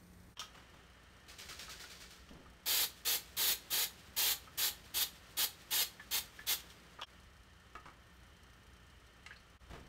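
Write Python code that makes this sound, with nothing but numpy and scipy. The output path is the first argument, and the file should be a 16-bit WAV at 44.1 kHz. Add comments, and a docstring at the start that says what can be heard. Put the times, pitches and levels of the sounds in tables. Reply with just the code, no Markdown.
"""In a small kitchen, a gas burner mutters for a moment. A can of cooking oil is uncapped with a clack
and shaken, so the oil sloshes and slaps inside. Its jet hisses over a warm pan in eleven bursts,
each leaving a faint fizz. A plastic scoop knocks on the pan as batter is poured, and a hand slides
on the counter. Appliances hum and tick behind it all, and the sound dips briefly three times."""
import sys
import numpy as np
from scipy import signal
from scipy.fft import rfft, irfft, next_fast_len
from scipy.io import wavfile
from scipy.ndimage import map_coordinates

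SR = 44100
rng = np.random.default_rng(int(sys.argv[2]) if len(sys.argv) > 2 else 0)


def pcm_store(signal):
    """Save signal as 16-bit PCM."""
    levels = np.round(np.clip(np.atleast_2d(signal), -1, 1) * 32767)
    wavfile.write(sys.argv[1], SR, levels.astype(np.int16).T)


N = 435708

# Levels are relative. A fade_s is the time a sound takes to fall by 60 dB.
# presses of the nozzle: press_s, release_s, level_db, hiss_hz
SPRAY_BURSTS = [(2.658, 2.852, -30.5, 4000), (3.049, 3.167, -31, 3540), (3.367, 3.534, -30.5, 3880),
                (3.703, 3.853, -31.5, 3900), (4.164, 4.331, -30.5, 4010), (4.575, 4.692, -31, 3920),
                (4.94, 5.039, -31, 3650), (5.368, 5.454, -30, 3840), (5.707, 5.835, -30.5, 3700),
                (6.109, 6.194, -32.5, 3680), (6.467, 6.543, -31, 3470)]
# tone of the rushing jet: frequency_hz, level_db
JET_TONE = [(150, -33), (330, -11.5), (700, -19.5), (1500, -9), (2400, -7.5), (3200, 1.5), (4400, 1.5),
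            (5700, -5), (6800, -1.5), (8600, -6), (12000, 0), (15500, -3)]
# the pan rings under the jet: pitch_hz, width_hz, level_db
PAN_RING = [(912, 137, 1.5), (1250, 36, 4.5), (1743, 370, 3.5), (2117, 51, 0.5), (2510, 250, 1),
            (4670, 74, 4.5)]
# the pan's hollow answers the jet: pitch_hz, first_aim_db, second_aim_db
PAN_HOLLOW = [(467, -24.5, -28.5), (874, -37, -25.5)]
# tone of sloshing oil: frequency_hz, level_db
SLOSH_TONE = [(180, -5), (300, -8.5), (378, -5.5), (685, -7), (1000, -10.5), (1460, -2.5), (3130, -2),
              (4490, -1), (6790, -5.5), (10400, -13), (15500, -17)]
# oil slaps the can, whose pitch depends on where the liquid lies: start_s, level_db, pitch_hz
OIL_SLAPS = [(.414, -36, 1264), (1.508, -44.5, 1290), (1.681, -42, 1280), (1.839, -43.5, 1470),
             (2.458, -50.5, 1250), (4.473, -46, 1287), (5.996, -39.5, 1756), (6.39, -39, 1750),
             (6.988, -38, 1230)]
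# hard plastic clacks of cap and can: start_s, level_db, treble_db, fade_s
CAP_CLACKS = [(.371, -37.5, -19, 0.069), (.3942, -29.5, -3, 0.037), (.399, -34, 2.5, 0.2),
              (1.594, -38, 7, 0.036), (2.289, -47.5, -4, 0.073), (7.0138, -36, -6, 0.038),
              (7.0185, -29.5, -26, 0.055), (7.032, -29.5, -16, 0.056)]
# notes the cap rings at: pitch_hz, level_db, fade_s
CAP_NOTES = [(1197, -7, 0.17), (1710, -5, .08), (2880, 9, 0.042), (3216, 2, 0.24), (3526, -25, .08),
             (5230, -9, 0.11), (5560, 3.5, 0.17), (5600, -13, .1)]
# tone of the crack that starts a clack: frequency_hz, level_db
CRACK_TONE = [(150, -40), (500, -3.5), (1300, 3), (2100, -9), (3200, 10), (4400, -2), (5600, 2),
              (8000, -10), (15000, -16)]
# the scoop touches the pan: start_s, level_db, treble_db, fade_s
SCOOP_KNOCKS = [(7.753, -33, -26, 0.06), (7.856, -39.5, -20, 0.13), (7.884, -41, -33, 0.062),
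                (9.263, -39.5, -1, 0.034)]
# notes the scoop rings at: pitch_hz, level_db, fade_s
SCOOP_NOTES = [(882, -23, 0.13), (1272, 4, 0.076), (1650, -10, .06), (1740, -4, .06), (2270, 1, 0.058),
               (2730, 8, 0.046)]
# tone of the tap that starts a knock: frequency_hz, level_db
TAP_TONE = [(150, -12), (600, -11.5), (1300, -3.5), (2500, -12), (4000, -7), (8000, -11), (15000, -39)]
# small chirps as the empty scoop is lifted: start_s, level_db, pitch_hz
SCOOP_CHIRPS = [(9.262, -43.5, 2200), (9.307, -41, 1700), (9.325, -50, 2700), (9.361, -51.5, 4400)]
# soft rubs of hand and sleeve: peak_s, level_db, fade_s, treble_db
HAND_RUBS = [(.55, -57.5, 0.62, 15.5), (.75, -60, 0.36, 5), (2.311, -56.5, 0.94, -6), (9.709, -53, 0.22, 4),
             (9.745, -50, 0.34, 2.5)]
# tone of rubbing skin and cloth: frequency_hz, level_db
RUB_TONE = [(40, -2), (90, -2), (240, -0.5), (450, -4.5), (1000, -12), (2300, -17), (14000, -40)]
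# tone of oil frying on the pan: frequency_hz, level_db
FIZZ_TONE = [(500, -28), (1500, -7), (3500, 1), (6500, -5.5), (15000, -13.5)]
# tone of the gas flame: frequency_hz, level_db
BURNER_TONE = [(15, -45), (25, -12), (86, -2), (144, -13), (178, -12), (445, -18.5), (495, -21), (537, -21),
               (1080, -25), (1900, -24.5), (2700, -33), (9050, -38), (15500, -43)]
# gas whistles in the burner's nozzle: pitch_hz, width_hz, level_db
GAS_WHISTLE = [(9100, 500, 0), (12200, 300, -3), (13300, 400, -3)]
# tone of the quiet room: frequency_hz, level_db
AIR_TONE = [(30, -53), (100, -8), (130, -12.5), (175, -8.5), (240, -14.5), (480, -16), (850, -19.5),
            (1700, -18), (2600, -22), (9000, -37), (15500, -46)]
# how loud the quiet room is: time_s, level_db
AIR_LEVEL = [(.4, -63), (2.5, -65), (3.5, -61.5), (6.8, -61.5), (7.4, -66), (9.88, -64.5)]
# tone of the deep rumble in room and counter: frequency_hz, level_db
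RUMBLE_TONE = [(12, -50), (22, -15), (36, -11), (58, -0.5), (85, 0), (130, -33), (600, -80)]
# humming appliances: pitch_hz, level_db
HUM_NOTES = [(59.2, -68), (120, -75), (177.6, -76)]
# an appliance fan: pitch_hz, width_hz, level_db
FAN_WHIRR = [(1322, 260, 4), (1800, 35, 9), (2904, 34, 5), (2800, 51, -1)]
# the ring of the faint ticking: pitch_hz, width_hz, level_db
TICK_RING = [(1800, 740, -5), (4300, 240, 5.5), (5600, 1200, 3), (8000, 570, -3), (9350, 240, 1)]
# how long the walls echo: frequency_hz, fade_s
WALL_FADE = [(150, 0.62), (1000, 0.25), (4000, 0.24), (9000, 0.23), (15000, 0.17)]
# brief dips in loudness: middle_s, half_width_s
DIPS = [(0.354, 0.031), (7.057, 0.03), (9.588, 0.03)]

FIRST_DIP_S, SECOND_DIP_S = DIPS[0][0], DIPS[1][0]
AIM_SHIFT_S = 4  # the hand turns the jet to another part of the pan


def spray():
    """The valve opens in two steps; the jet hisses at once, and the pan's hollow follows."""
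    valve, bursts = np.zeros(N), np.zeros(N)
    t = np.arange(SR // 2) / SR
    for press, release, db, hiss_hz in SPRAY_BURSTS:
        opening = 0.37 * (1 - np.exp(-t / 0.0023)) + 0.5 * (1 - np.exp(-(t / 0.019) ** 2))
        closing = np.exp(-np.maximum(t - (release - press - .008), 0) / 0.013)
        flow = amp(db) * opening * closing
        hiss = amp(-12.5) * ringing_noise([(hiss_hz, 200, 0), (1.75 * hiss_hz, 250, -7)], len(t))
        hollow = sum(amp(first_db if press < AIM_SHIFT_S else second_db)
                     * ringing_noise([(hz, 90, 0)], len(t)) for hz, first_db, second_db in PAN_HOLLOW)
        hollow *= 1 - np.exp(-t / 0.013)
        drops = treble(rng.standard_normal(len(t)), treble_db=0.5, corner_hz=7000)
        spit = amp(db - 19.5) * np.exp(-t / 0.0095) * drops  # the first drops clear the nozzle
        add(valve, press, flow)
        add(bursts, press, flow * (hiss + hollow) + spit)
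    sputter = amp(0.8 * wobble(53) + 0.12 * wobble(300))  # droplets make the flow uneven
    surfaces = [(.0009, 0.000047, 0.16), (.0027, 0.000163, 0.4), (.0068, .00015, .3)]
    jet = moving_echoes(noise(JET_TONE), surfaces) + amp(-13.5) * ringing_noise(PAN_RING)
    return sputter * (valve * jet + bursts)


def strokes(first_s=1.28, gap_s=.103, strongest_s=1.5):
    """Lists start_s, level_db for nine even shakes: a gentle start, full effort, then easing off."""
    times = first_s + gap_s * np.arange(9)
    levels_db = -48 - 23.5 * (times - strongest_s) ** 2
    levels_db[0] -= 5
    return np.transpose([times, levels_db])


def sloshing():
    """At each shake the oil hits an end of the can and fizzes; the gas pocket rings at a new pitch."""
    surge, pocket = np.zeros(N), np.zeros(N)
    t = np.arange(SR // 3) / SR
    for start, db in strokes():
        settling = np.exp(-(t / 0.039) ** 2) + 0.47 * np.exp(-t / 0.066)
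        power = amp(db) ** 2 * (1 - np.exp(-t / 0.0017)) ** 2 * settling
        pocket_hz = 1750 * np.exp(0.3 * rng.standard_normal())
        ring = ringing_noise([(pocket_hz, 160, 0), (2.54 * pocket_hz, 300, -3)], len(t))
        add(surge, start, power)
        add(pocket, start, amp(-18) * np.sqrt(power) * ring)
    foam = unit(noise(SLOSH_TONE) * amp(1.4 * wobble(350) + 0.38 * wobble(60)))
    return amp(-1.2) * np.sqrt(surge) * foam + pocket


def cap_and_fingers(from_s=6.4, to_s=6.8, ticks=4):
    """The plastic cap clacks, and fingers tick faintly as they shift on the can."""
    places = (np.arange(ticks) + rng.random(ticks)) / ticks
    grip = [(from_s + (to_s - from_s) * place, -46, 5, 0.057) for place in places]  # as in CAP_CLACKS
    return knocks(CAP_CLACKS + grip, CAP_NOTES, CRACK_TONE, ring_db=-14, corner_hz=4080)


def oil_slaps(lag_s=0.038, pitch_hz=1500):
    """Oil slaps the can and makes it ping, now and then and just after every shake."""
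    after_shakes = [(start + lag_s, db - 2.5, pitch_hz * np.exp(0.116 * rng.standard_normal()))
                    for start, db in strokes()]
    return pings(OIL_SLAPS + after_shakes, bend=0.089, fade_s=0.088)


def scoop():
    """The plastic scoop knocks on the pan and chirps as it is lifted."""
    taps = knocks(SCOOP_KNOCKS, SCOOP_NOTES, TAP_TONE, ring_db=-13, corner_hz=2950)
    return taps + pings(SCOOP_CHIRPS, bend=0.12, fade_s=0.076)


def knocks(events, notes, crack_tone, ring_db, corner_hz):
    """Each hit is a short crack plus the object's own notes, a little different every time."""
    out = np.zeros(N)
    t = np.arange(SR // 4) / SR
    for start, db, treble_db, fade_s in events:
        crack = noise(crack_tone, len(t)) * amp(-60 * t / fade_s)
        ring = sum(amp(note_db + rng.normal(0, 1.2) - 60 * t / note_fade_s)
                   * np.sin(2 * np.pi * hz * rng.normal(1, 0.0055) * t)
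                   for hz, note_db, note_fade_s in notes)
        hit = treble(crack + amp(ring_db) * ring, treble_db, corner_hz)
        strength = hit[:SR // 200].std()  # of the first 5 ms
        add(out, start, amp(db - 10) * hit / strength)
    return out


def pings(events, bend, fade_s):
    """Each ping is a brief ring that bends up in pitch, with a small splash of noise."""
    out = np.zeros(N)
    t = np.arange(SR // 4) / SR
    for start, db, hz in events:
        phase = 2 * np.pi * hz * np.cumsum(1 - bend * np.exp(-t / 0.0037)) / SR
        ring = (np.sin(phase) + 0.18 * np.sin(1.9 * phase)) * amp(-60 * t / fade_s)
        splash = unit(filtered(rng.standard_normal(len(t)), lambda f: 1 / (1 + ((f - hz) / 550) ** 2)))
        splash *= 0.66 * amp(-60 * t / 0.068)
        add(out, start, amp(db - 3) * (ring + splash) * (1 - np.exp(-t / 0.0015)))
    return out


def rubs(rise_s=0.0091):
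    """Skin and cloth rub over the counter and the can, swelling fast and then fading."""
    out = np.zeros(N)
    friction = unit(noise(RUB_TONE) * amp(4.1 * wobble(120)))
    for peak_s, db, fade_s, treble_db in HAND_RUBS:
        start = max(peak_s - .3, 0)
        piece = unit(treble(friction[round(start * SR):][:SR], treble_db, corner_hz=766))
        t = start + np.arange(len(piece)) / SR - peak_s
        swell = np.exp(-(np.minimum(t, 0) / rise_s) ** 2)
        add(out, start, piece * swell * amp(db - 60 * np.maximum(t, 0) / fade_s))
    return out


def counter(peak_s=9.78, width_s=0.18):
    """The counter rumbles while a palm leans and slides on it."""
    return amp(-58) * np.exp(-((clock() - peak_s) / width_s) ** 2) * noise(RUMBLE_TONE)


def frying():
    """Each burst leaves oil that fizzes and settles on the warm pan; batter crackles as it lands."""
    t = clock()
    oil = sum((t > release) * np.exp(-np.abs(t - release) / 0.18) for _, release, *_ in SPRAY_BURSTS)
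    fizz = unit(noise(FIZZ_TONE) * amp(1.5 * wobble(760) + 2.3 * wobble(35)))
    pour = np.exp(-((t - 8.35) / 0.49) ** 2)
    crackle = unit(ringing_noise([(12500, 2200, 0)]) * amp(5 * wobble(70)))
    return amp(-61) * np.sqrt(oil) * fizz + amp(-86) * pour * crackle


def burner():
    """The flame mutters over a low note while gas whistles thinly in the nozzle."""
    flame = amp(-60.5) * noise(BURNER_TONE) + hum(177.4, db=-64.5, drift=.2)
    return flame + amp(-78) * ringing_noise(GAS_WHISTLE)


def room_air():
    """A soft rush and a deep, swaying rumble that is a little louder after the second dip."""
    t = clock()
    rumble_db = np.where(t < SECOND_DIP_S, -68, -65.5) + 2.5 * wobble(2.98)
    air_db = np.interp(t, *np.transpose(AIR_LEVEL)) + 0.23 * wobble(5.1)
    return amp(air_db) * noise(AIR_TONE) + amp(rumble_db) * noise(RUMBLE_TONE)


def appliances():
    """Appliances give off a low hum, a thin whine and the whirr of a fan."""
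    low_hum = sum(hum(hz, db, drift=0.71) for hz, db in HUM_NOTES)
    whine = hum(3122, db=-78.5, drift=0.85)
    fan = amp(-69.5 + wobble(16)) * ringing_noise(FAN_WHIRR)
    return low_hum + whine + fan


def ticking(rate_hz=60, scatter_db=3):
    """An appliance ticks fast and faintly, with uneven strength; every other tick is weaker."""
    turns = clock() * rate_hz
    index = np.arange(int(turns[-1]) + 1)
    sizes = amp(scatter_db * rng.uniform(-2.2, 1, len(index)) - 9.4 * (index % 2))
    fading = np.exp(-(turns % 1) / rate_hz / 0.0086)
    return amp(-76.5) * unit(sizes[turns.astype(int)] * fading * ringing_noise(TICK_RING))


def moving_echoes(x, surfaces):
    """Echoes from nearby surfaces change the tone as the hand moves."""
    t = clock()
    echoes = sum(gain * map_coordinates(x, [(t - delay_s - sway_s * wobble(2)) * SR])
                 for delay_s, sway_s, gain in surfaces)
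    return unit(x + echoes)


def kitchen(x, echo_db):
    """The direct sound plus the echo off the walls, whose high notes die first."""
    hz, t, spectrum = signal.stft(rng.standard_normal(SR // 2), SR, nperseg=256)
    fading = amp(-60 * t / along(WALL_FADE, hz)[:, None])
    tail = signal.istft(spectrum * fading, SR, nperseg=256)[1]
    tail = np.pad(tail / np.linalg.norm(tail), (220, 0))  # arrives 5 ms late
    return (x + amp(echo_db) * signal.fftconvolve(x, tail)[:N]) / np.hypot(1, amp(echo_db))


def hum(hz, db, drift):
    """One note that wavers slightly in loudness and pitch."""
    gain = amp(db + 0.95 * wobble(5.5)) * np.sqrt(2)
    return gain * np.sin(2 * np.pi * hz * clock() + drift * wobble(5.2))


def noise(tone, size=N):
    """Noise of strength 1, shaped by a tone table."""
    return unit(filtered(rng.standard_normal(size), lambda hz: amp(along(tone, hz))))


def ringing_noise(peaks, size=N):
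    """Noise of strength 1 that rings at each peak: pitch_hz, width_hz, level_db."""
    def body(f):
        return sum(amp(db) * 1j * f * width / (hz * hz - f * f + 1j * f * width)
                   for hz, width, db in peaks)
    return unit(filtered(rng.standard_normal(size), body))


def treble(x, treble_db, corner_hz):
    """Turn everything above the corner up or down."""
    return filtered(x, lambda hz: amp(treble_db * hz ** 4 / (hz ** 4 + corner_hz ** 4)))


def filtered(x, response):
    """Scale each frequency in x by response(hz)."""
    size = next_fast_len(len(x) + 8192)
    return irfft(rfft(x, size) * response(np.fft.rfftfreq(size, 1 / SR)), size)[:len(x)]


def wobble(rate):
    """A smooth random curve through `rate` points a second."""
    return map_coordinates(rng.standard_normal(int(N * rate / SR) + 4), [clock() * rate])


def along(table, hz):
    """Read between a table's rows, giving each octave equal room."""
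    frequencies, values = np.transpose(table)
    return np.interp(np.log(hz + 1), np.log(frequencies + 1), values)


def add(track, start_s, sound):
    """Mix a sound into the track."""
    part = track[round(start_s * SR):][:len(sound)]
    part += sound[:len(part)]


def amp(db):
    """Turn decibels into a multiplier."""
    return 10 ** (np.asarray(db) / 20)


def unit(x):
    """Scale to an average strength (rms) of 1."""
    return x / np.sqrt(np.mean(x ** 2) + 1e-20)


def clock():
    """The time of every sample, in seconds."""
    return np.arange(N) / SR


def scene():
    """All the kitchen's sounds, the same in both channels; the can's ring ends at the second dip."""
    t = clock()
    can = cap_and_fingers() + oil_slaps()
    scooping = scoop()
    near = kitchen(spray(), echo_db=-9) + kitchen(can, echo_db=-11.5) * (t < SECOND_DIP_S)
    far = kitchen(scooping + sloshing() + rubs(), echo_db=-6)
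    cooking = near + far + counter() + frying()
    background = np.where(t < FIRST_DIP_S, burner(), room_air() + appliances())
    mono = cooking + background + ticking()
    return np.array([mono, mono])


def record(dry):
    """The level dips three times; the microphone softens one high band and loses the very top."""
    def microphone(hz):
        notch_db = -6 * np.exp(-((hz - 10450) / 520) ** 2)
        top_db = -np.clip(hz - 15700, 0, 400) / 4
        return amp(notch_db + top_db)
    dips = np.prod([np.clip(np.abs(clock() - s) / width, .04, 1) for s, width in DIPS], axis=0)
    return np.array([filtered(channel * dips, microphone) for channel in dry])


dry = scene()
out = record(dry)
pcm_store(out)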